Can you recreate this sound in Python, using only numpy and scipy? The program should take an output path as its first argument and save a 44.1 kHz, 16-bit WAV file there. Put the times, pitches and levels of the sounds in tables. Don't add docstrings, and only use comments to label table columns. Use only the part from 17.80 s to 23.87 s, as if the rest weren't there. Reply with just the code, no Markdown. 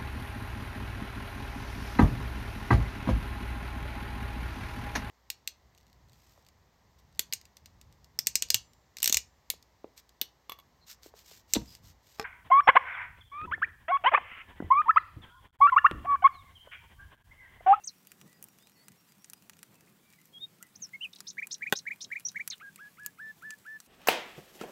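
import sys
import numpy as np
from scipy import signal
from scipy.fft import rfft, irfft
from scipy.io import wavfile
from scipy.ndimage import uniform_filter1d

SR = 44100
rng = np.random.default_rng(int(sys.argv[2]) if len(sys.argv) > 2 else 0)


def master_out(mix):
    frames = np.transpose(np.atleast_2d(mix))
    ceiling = np.clip(frames, -1, 1)
    pcm = np.round(ceiling * 32767).astype(np.int16)
    wavfile.write(sys.argv[1], SR, pcm)


N = 267775

# (t/s, length/s, first f/Hz, middle f/Hz, last f/Hz, level/dB, swell over the note/dB, roughness 0-1)
SLURS = [(.037, 0.0119, 6530, 6030, 6950, -42, 20.5, 0.14),
         (0.05, 0.0212, 7060, 8480, 6830, -49.5, 0.5, 0.14),
         (0.0715, 0.0298, 7020, 4766, 3920, -34.5, -19.5, 0.02),
         (2.952, 0.01195, 4060, 5400, 6820, -45, 11, 0), (2.995, 0.0256, 7970, 7150, 6630, -62, 9.5, .05),
         (3.017, 0.0439, 6840, 5814, 5057, -37, -3.5, 0.04),
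         (3.131, 0.034, 1960, 2174, 2078, -39.5, 2.5, 0.07),
         (4.449, 0.02596, 5837, 5723, 6414, -28.5, -3.5, 0.12),
         (4.484, .012, 6815, 4998, 3500, -33.5, -19, 0.42),
         (4.7, 0.01465, 6990, 4996, 3876, -31.5, 2, 0.38),
         (4.709, 0.04, 2494, 1900, 1180, -52.5, -13.5, 0.42),
         (4.718, 0.0287, 4288, 3679, 2400, -39, -19, 0.35)]
SLUR_ATTACK, SLUR_RELEASE = 0.2053, 0.22
# (t/s, f/Hz before smoothing, level/dB before the note's gain)
BENT_NOTES = [
    [(2.53, 3284, -66), (2.55, 3299, -51.5), (2.58, 3264, -50.5), (2.598, 3533, -63.5), (2.62, 3706, -44),
     (2.644, 3712, -37.5), (2.66, 3720, -59.5)],
    [(3.205, 2695, -65), (3.213, 2744, -38), (3.231, 3134, -40.5), (3.239, 3036, -36), (3.257, 2466, -38.5),
     (3.263, 2520, -42), (3.27, 2546, -69.5)],
]
# (t/s, level/dB)
TICKS = [(3.33, -44), (3.358, -43), (3.385, -49)]
TICK_S, TICK_HZ = 0.0083, (5400, 4383, 4120)
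# (t/s, gap to the second chirp/s, length of each/s, top f/Hz before the pair's factor, level/dB)
CHIRPS = [(3.57, 0.0448, 0.0326, 2372, -31.5), (3.809, 0.0465, 0.0363, 2386, -31.5),
          (4.054, 0.04393, 0.0393, 2348, -31.5), (4.303, 0.04385, 0.03935, 2344, -32),
          (4.546, 0.0423, 0.0365, 2276, -32)]
CHIRP_DEPTH, CHIRP_SOFT_DB, CHIRP_OPEN = 0.3096, -18.5, 0.384
CHIRP_PAIR = [(0.998, 0.133, 0.7018, 0.175), (1.036, 0.044, .66, 0.374)]
# (t/s, length/s, pitch factor, level/dB before the stroke's own, roughness 0-1)
RASPS = [(3.467, 0.04585, 1.01, -36, 0.25), (3.708, 0.0444, 1.047, -31.5, 0.34),
         (3.952, .046, 1.026, -32, 0.37), (4.205, 0.0481, 0.9845, -35.5, 0.5)]
# (start and length as shares of the rasp,
# first f/Hz, middle f/Hz, last f/Hz before the rasp's factor, relative level/dB, swell/dB, added roughness)
RASP_STROKES = [(0, 0.63, 4300, 5694, 6670, -2, -1, 0), (-.03, 0.75, 3300, 4546, 5800, -5.5, 1.5, 0),
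                (0.739, .25, 6900, 4500, 3450, -2, -18.5, 0.108)]
# (t/s, length/s, held f/Hz, level/dB, waver as a share of the pitch, upper voice level/dB)
WHISTLES = [(4.806, .099, 1633, -45.5, 0.0172, -53), (4.985, .11, 1682, -45.5, 0.00636, -59),
            (5.178, .122, 1708, -46, 0.0038, -61), (5.383, 0.1412, 1765, -42, 0.0051, -63),
            (5.619, 0.1338, 1745, -42, 0.0043, -63.5), (5.849, 0.134, 1760, -42.5, 0.0041, -64)]
SCOOP, SCOOP_S, SCOOP_DB = 0.2844, 0.01802, -5.5
DROOP, DROOP_S, WHISTLE_SAG_DB_PER_S = 0.035, 0.0148, -9
WHISTLE_ATTACK_S, WHISTLE_RELEASE_S = 0.00792, 0.0189
UPPER_LEAD_S, UPPER_S, UPPER_HZ = .009, 0.02694, (1820, 2400, 2870)

LOG_CRACK_S = 3.9245
# (f/Hz, level/dB before the band-pass, t60/s)
LOG = [(184.6, -23, 0.026), (433, -21, 0.027), (553, -25.5, 0.0329), (798, -21, 0.0249),
       (1081, -28, 0.0346), (1372, -19.5, 0.0173), (1547.6, -14, 0.0215), (1946, -17.5, 0.019),
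       (2458, -31, 0.047), (2841, -23.5, 0.0206), (3210, -26.5, 0.021), (3420, -19.5, 0.017),
       (3750, -24, 0.033), (4374, -29, 0.0142), (4425, -34, 0.0475), (7658, -26, 0.012)]
# (t/s, knock level/dB, crack level/dB, snap level/dB),
# each the level of the first instant, before the mix with reflections
POPS = [(0.2714, -54, -55, -44.5), (0.3181, -47, -50, -44), (.414, -49, -51, -53),
        (0.6266, -54, -51.5, -37.5), (0.6412, -60, -55, -37.5), (0.6861, -59, -58, -50.5),
        (0.8717, -54.5, -55.5, -54.5), (1.0834, -48, -50, -44), (1.4447, -53.5, -41.5, -70.5),
        (1.4994, -58, -44.5, -42), (1.5341, -45.5, -44.5, -37.5), (1.6967, -43, -46.5, -42.5),
        (1.734, -54, -54.5, -65), (1.8302, -45, -45, -41.5), (2.335, -54.5, -58.5, -67.5),
        (2.4557, -72, -59, -51.5), (2.827, -49, -44.5, -38.5), (3.405, -43, -37, -41.5),
        (3.671, -49, -41, -38.5), (4.1601, -58.5, -64.5, -54), (4.3982, -54, -49.5, -46),
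        (4.4057, -51.5, -59, -49), (4.5176, -58, -51, -51), (4.6768, -38, -35, -26.5),
        (4.9598, -50, -48.5, -43.5), (5.2623, -42, -34.5, -25), (5.7063, -43.5, -36.5, -47),
        (6.0026, -50, -42, -47)]
# (low f/Hz, high f/Hz)
POP_BANDS = [(1100, 3160), (4700, 8270), (9200, 15100)]
# (f/Hz, relative density/dB per Hz)
FLAME = [(15, -66.5), (25, -33.5), (43, -45.5), (90, -10.5), (189, 0.5), (240, -7), (452, -14), (648, -19),
         (756, -18), (913, -20), (1030, -19.5), (1500, -29), (1950, -33), (3300, -120)]
# (f/Hz, relative density/dB per Hz)
HISS = [(300, -6.5), (1200, 0), (2000, 0.5), (3500, -2.5), (6000, -5), (8000, -3.5), (10000, -7),
        (13000, -2.5), (15700, -4), (16100, -41.5)]
FLAME_DB, HISS_DB = -66.5, -67.5

# (t/s, length/s, first f/Hz, middle f/Hz, last f/Hz, level/dB before the trees)
FAR_NOTES = [(0, 0.0257, 2782, 2750, 2590, -61.5), (0.455, 0.117, 1830, 2000, 1895, -63.5),
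             (0.783, 0.121, 3310, 3750, 4300, -65), (0.877, 0.252, 1950, 2009, 1991, -71),
             (0.956, 0.08, 4434, 4420, 4470, -61), (1.931, 0.097, 2640, 2600, 2580, -68),
             (2.222, 0.1816, 2370, 2290, 2228, -66), (2.069, .017, 1792, 2200, 2830, -59.5),
             (2.384, 0.0092, 1990, 2055, 2020, -54.5), (2.804, 0.0207, 1246, 1380, 1480, -54),
             (2.825, 0.0151, 1880, 2000, 1935, -50.5)]
TWITTER_FROM_S, TWITTER_TO_S, TWITTER_NOTE_S = .157, 1.54, 0.058
TWITTER_HZ, TWITTER_DB = (5710, 4880), -67.5
EDGE_HZ = 16500


def nightingale(dip=0.83, leaves_db=-9):
    song = strophe()
    direct = song + amp(-18) * delayed(song, .0052)
    leaves = amp(leaves_db) * scatter(band(song, 3260, 10000), 0.00089, 0.0565)
    branches = amp(-15.5) * scatter(song, 0.0066, 0.0556)
    garden = amp(-38) * scatter(song, .02, .4)
    heard = direct + leaves + branches + garden
    return heard - np.clip(dip, 0, .9) * band(heard, 4178, 5252, order=1)


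def strophe():
    song = np.zeros(N)
    for s, length, *pitches_hz, db, swell_db, rough in SLURS:
        add(song, s, slur(length, pitches_hz, db, swell_db, rough))
    for points in BENT_NOTES:
        add(song, *bent_note(points))
    for s, db in TICKS:
        add(song, s, slur(TICK_S, TICK_HZ, db, swell_db=2, rough=0.971))
    for s, gap, *note in CHIRPS:
        for start, shape in zip((s, s + gap), CHIRP_PAIR):
            add(song, start, chirp(*note, *shape))
    for s, length, pitch, db, rough in RASPS:
        add_rasp(song, s, length, pitch, db, rough)
    for s, *note, upper_db in WHISTLES:
        add(song, s, whistle(*note))
        add(song, s - UPPER_LEAD_S, slur(UPPER_S, UPPER_HZ, upper_db, swell_db=-12, rough=0.52))
    return song


def slur(length, pitches_hz, db, swell_db, rough):
    u = np.linspace(0, 1, int(length * SR))
    hz = np.polyval(np.polyfit([0, .5, 1], pitches_hz, 2), u)
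    level_db = db + swell_db * (u - .5)
    return syllable(hz, rough) * amp(level_db) * envelope(u, SLUR_ATTACK, SLUR_RELEASE)


def bent_note(points, gain_db=3, rough=0.032):
    s, hz, db = np.transpose(points)
    t = np.arange(s[0], s[-1], 1 / SR)
    smooth_hz = uniform_filter1d(np.interp(t, s, hz), size=200)
    return s[0], syllable(smooth_hz, rough) * amp(gain_db + np.interp(t, s, db))


def chirp(length, top_hz, db, pitch, low_at, high_at, release, attack=0.0384, rough=0.032):
    u = np.linspace(0, 1, int(length * SR))
    height = np.sin(np.pi / 2 * (u - low_at) / (high_at - low_at)) ** 2
    hz = pitch * top_hz * (1 - CHIRP_DEPTH * (1 - height))
    level_db = db + CHIRP_SOFT_DB * np.maximum(1 - height / CHIRP_OPEN, 0)
    return syllable(hz, rough) * amp(level_db) * envelope(u, attack, release)


def add_rasp(song, s, length, pitch, db, rough):
    for start, share, *pitches_hz, stroke_db, swell_db, harsher in RASP_STROKES:
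        stroke_hz = pitch * np.array(pitches_hz)
        stroke = slur(share * length, stroke_hz, db + stroke_db, swell_db, rough + harsher)
        add(song, s + start * length, stroke)


def whistle(length, held_hz, db, waver, waver_hz=30, rough=0.0423,
            shimmer_db=.6, scoop_shimmer_db=2, shimmer_hz=70):
    t = np.arange(0, length, 1 / SR)
    below = np.exp(-(t / SCOOP_S) ** 2)
    droop = DROOP * np.exp((t - length) / DROOP_S)
    hz = held_hz * (1 - SCOOP * below - droop + waver * wander(len(t), waver_hz))
    level_db = db + SCOOP_DB * below + WHISTLE_SAG_DB_PER_S * (t - length / 2)
    level_db = level_db + (shimmer_db + scoop_shimmer_db * below) * wander(len(t), shimmer_hz)
    return syllable(hz, rough) * amp(level_db) * envelope(t, WHISTLE_ATTACK_S, WHISTLE_RELEASE_S)


def syllable(hz, rough, flutter=0.0653, flutter_hz=700, rasp_db=-3, rasp_hz=1000,
             second_db=-34, third_db=-34, harsh_db=30):
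    rough = np.clip(rough, 0, 1)
    hz = hz * (1 + flutter * rough * wander(len(hz), flutter_hz))
    phase = 2 * np.pi * np.cumsum(hz) / SR
    octave = amp(second_db + harsh_db * rough) * np.sin(2 * phase) * (hz < SR / 9)
    twelfth = amp(third_db) * np.sin(3 * phase) * (hz < SR / 11)
    tone = np.sin(phase) + octave + twelfth
    rasp = wander(len(hz), rasp_hz) * np.sin(phase) + wander(len(hz), rasp_hz) * np.cos(phase)
    return np.sqrt(1 - rough ** 2) * tone + rough * amp(rasp_db) * rasp


def log_crack(tear_s=0.00171, tear_db=-21, fizz_db=-21):
    t = np.arange(SR // 8) / SR
    ring = np.zeros(len(t))
    for k, (hz, db, t60) in enumerate(LOG):
        ring += (-1) ** k * amp(db - 60 * t / t60) * np.sin(2 * np.pi * hz * t)
    noise = rng.standard_normal(len(t))
    tear = amp(tear_db) * unit(band(noise, 1290, 9140)) + amp(fizz_db) * unit(band(noise, 10680, 13100))
    crack = np.zeros(N)
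    add(crack, LOG_CRACK_S, band(ring + tear * np.exp(-t / tear_s), 98, 17000))
    echo = amp(-12) * band(delayed(crack, .0108), 2430, 14140)
    stones = amp(-12.5) * scatter(crack, 0.0039, 0.0324)
    tail = amp(-35.5) * scatter(crack, 0.015, 0.17)
    return crack + echo + stones + tail


def crackle(ticks_per_s=60, tick_db=-73, spread_db=4.5, dull_db=-5, small_pops_per_s=2, small_pop_db=-57):
    pops = np.zeros(N)
    for s, *levels_db in POPS:
        add(pops, s, pop(levels_db))
    for per_s, base_db, range_db in [(ticks_per_s, tick_db, spread_db), (small_pops_per_s, small_pop_db, 0)]:
        for when, size, colour in rng.random((int(per_s * N / SR), 3)):
            db = base_db + range_db * min(-np.log(size), 4)
            add(pops, when * N / SR, pop([db + 2 * dull_db * colour, db + dull_db * colour, db]))
    near = amp(-6.5) * scatter(band(pops, 660, 10160, order=1), 0.0015, 0.0234)
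    tail = amp(-49.5) * scatter(pops, 0.009, .16)
    return amp(-3.5) * pops + near + tail


def pop(levels_db, burst_s=0.000453, grit_db=-11):
    t = np.arange(400) / SR
    burst = (t == 0) + amp(grit_db) * rng.standard_normal(len(t)) * np.exp(-t / burst_s)
    sound = np.zeros(len(t))
    for k, (db, (lo, hi)) in enumerate(zip(levels_db, POP_BANDS)):
        part = (-1) ** k * band(burst, lo, hi)
        first_rms = np.sqrt(np.mean(part[:66] ** 2))
        sound += amp(db) * part / first_rms
    return sound


def flames(flicker_db=2.04, flicker_hz=14, sizzle_db=1.0):
    murmur = tinted_noise(FLAME, patchy_db=1.5) * amp(FLAME_DB + flicker_db * wander(N, flicker_hz))
    steam = tinted_noise(HISS, patchy_db=1.5) * amp(HISS_DB + sizzle_db * wander(N, 22.1))
    drift_db = np.interp(np.arange(N) / SR, [0, 2.2, 4.5, 6], [-0.97, -1.5, 1, 1.0])
    return murmur + steam * amp(drift_db)


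def far_birds(waver=0.0084):
    calls = np.zeros(N)
    for s, length, first, middle, last, db in list(FAR_NOTES) + twitter():
        u = np.linspace(0, 1, int(length * SR))
        hz = np.interp(u, [0, .5, 1], [first, middle, last]) * (1 + waver * wander(len(u), 80))
        swell = np.sqrt(4 * u * (1 - u))
        add(calls, s, amp(db) * swell * np.sin(2 * np.pi * np.cumsum(hz) / SR))
    return amp(-4.5) * calls + amp(-7.5) * scatter(calls, 0.0031, 0.212)


def twitter(count=12, loose_s=.025, stray=0.02655, bend=0.013, uneven_db=2):
    starts = np.linspace(TWITTER_FROM_S, TWITTER_TO_S, count)
    notes = []
    for k, (late, higher, louder, *bends) in enumerate(rng.uniform(-1, 1, (count, 6))):
        pitches_hz = TWITTER_HZ[k % 2] * (1 + stray * higher + bend * np.array(bends))
        db = TWITTER_DB + uneven_db * louder
        notes.append((starts[k] + loose_s * late, TWITTER_NOTE_S, *pitches_hz, db))
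    return notes


def tinted_noise(spectrum, patchy_db):
    hz = np.fft.rfftfreq(2048, 1 / SR)
    a, b, patches = rng.standard_normal((3, N // 512 + 5, len(hz)))
    f, db = np.transpose(spectrum)
    patches = unit(uniform_filter1d(uniform_filter1d(patches, size=8, axis=0), size=20, axis=1))
    level_db = np.interp(np.log(hz + 1), np.log(f), db) + patchy_db * patches
    frames = (a + 1j * b) * amp(level_db)
    return unit(signal.istft(frames.T, nperseg=2048, noverlap=1536)[1][:N])


def scatter(x, first_s, t60):
    t = np.arange(SR // 2) / SR
    taps = rng.standard_normal(len(t)) * (t > first_s) * amp(-60 * t / t60)
    return signal.fftconvolve(x, taps / np.linalg.norm(taps))[:N]


def delayed(x, s):
    return np.interp(np.arange(N) - s * SR, np.arange(N), x, left=0)


def wander(size, rate_hz):
    padded = size + SR // 10
    hz = np.fft.rfftfreq(padded, 1 / SR)
    spectrum = rfft(rng.standard_normal(padded)) * np.exp(-(hz / rate_hz) ** 2)
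    return unit(irfft(spectrum))[:size]


def envelope(t, attack_s, release_s):
    ramp = np.minimum(t / attack_s, (t[-1] - t) / release_s)
    return np.sin(np.pi / 2 * np.clip(ramp, 0, 1)) ** 2


def band(x, lo_hz, hi_hz, order=2):
    edges_hz = np.clip([lo_hz, hi_hz], 20, .49 * SR)
    return signal.sosfilt(signal.butter(order, edges_hz, "band", fs=SR, output="sos"), x)


def amp(db):
    return 10 ** (np.asarray(db) / 20)


def unit(x):
    return x / np.sqrt(np.mean(x ** 2) + 1e-20)


def add(mix, s, sound):
    part = mix[max(round(s * SR), 0):][:len(sound)]
    part += sound[:len(part)]


def scene():
    return (nightingale() + log_crack() + crackle() + flames() + far_birds())[None]


def record(dry):
    lowpass = signal.firwin(511, EDGE_HZ, window=("kaiser", 9), fs=SR)
    return signal.oaconvolve(dry, lowpass[None], "same")


dry = scene()
out = record(dry)
master_out(out)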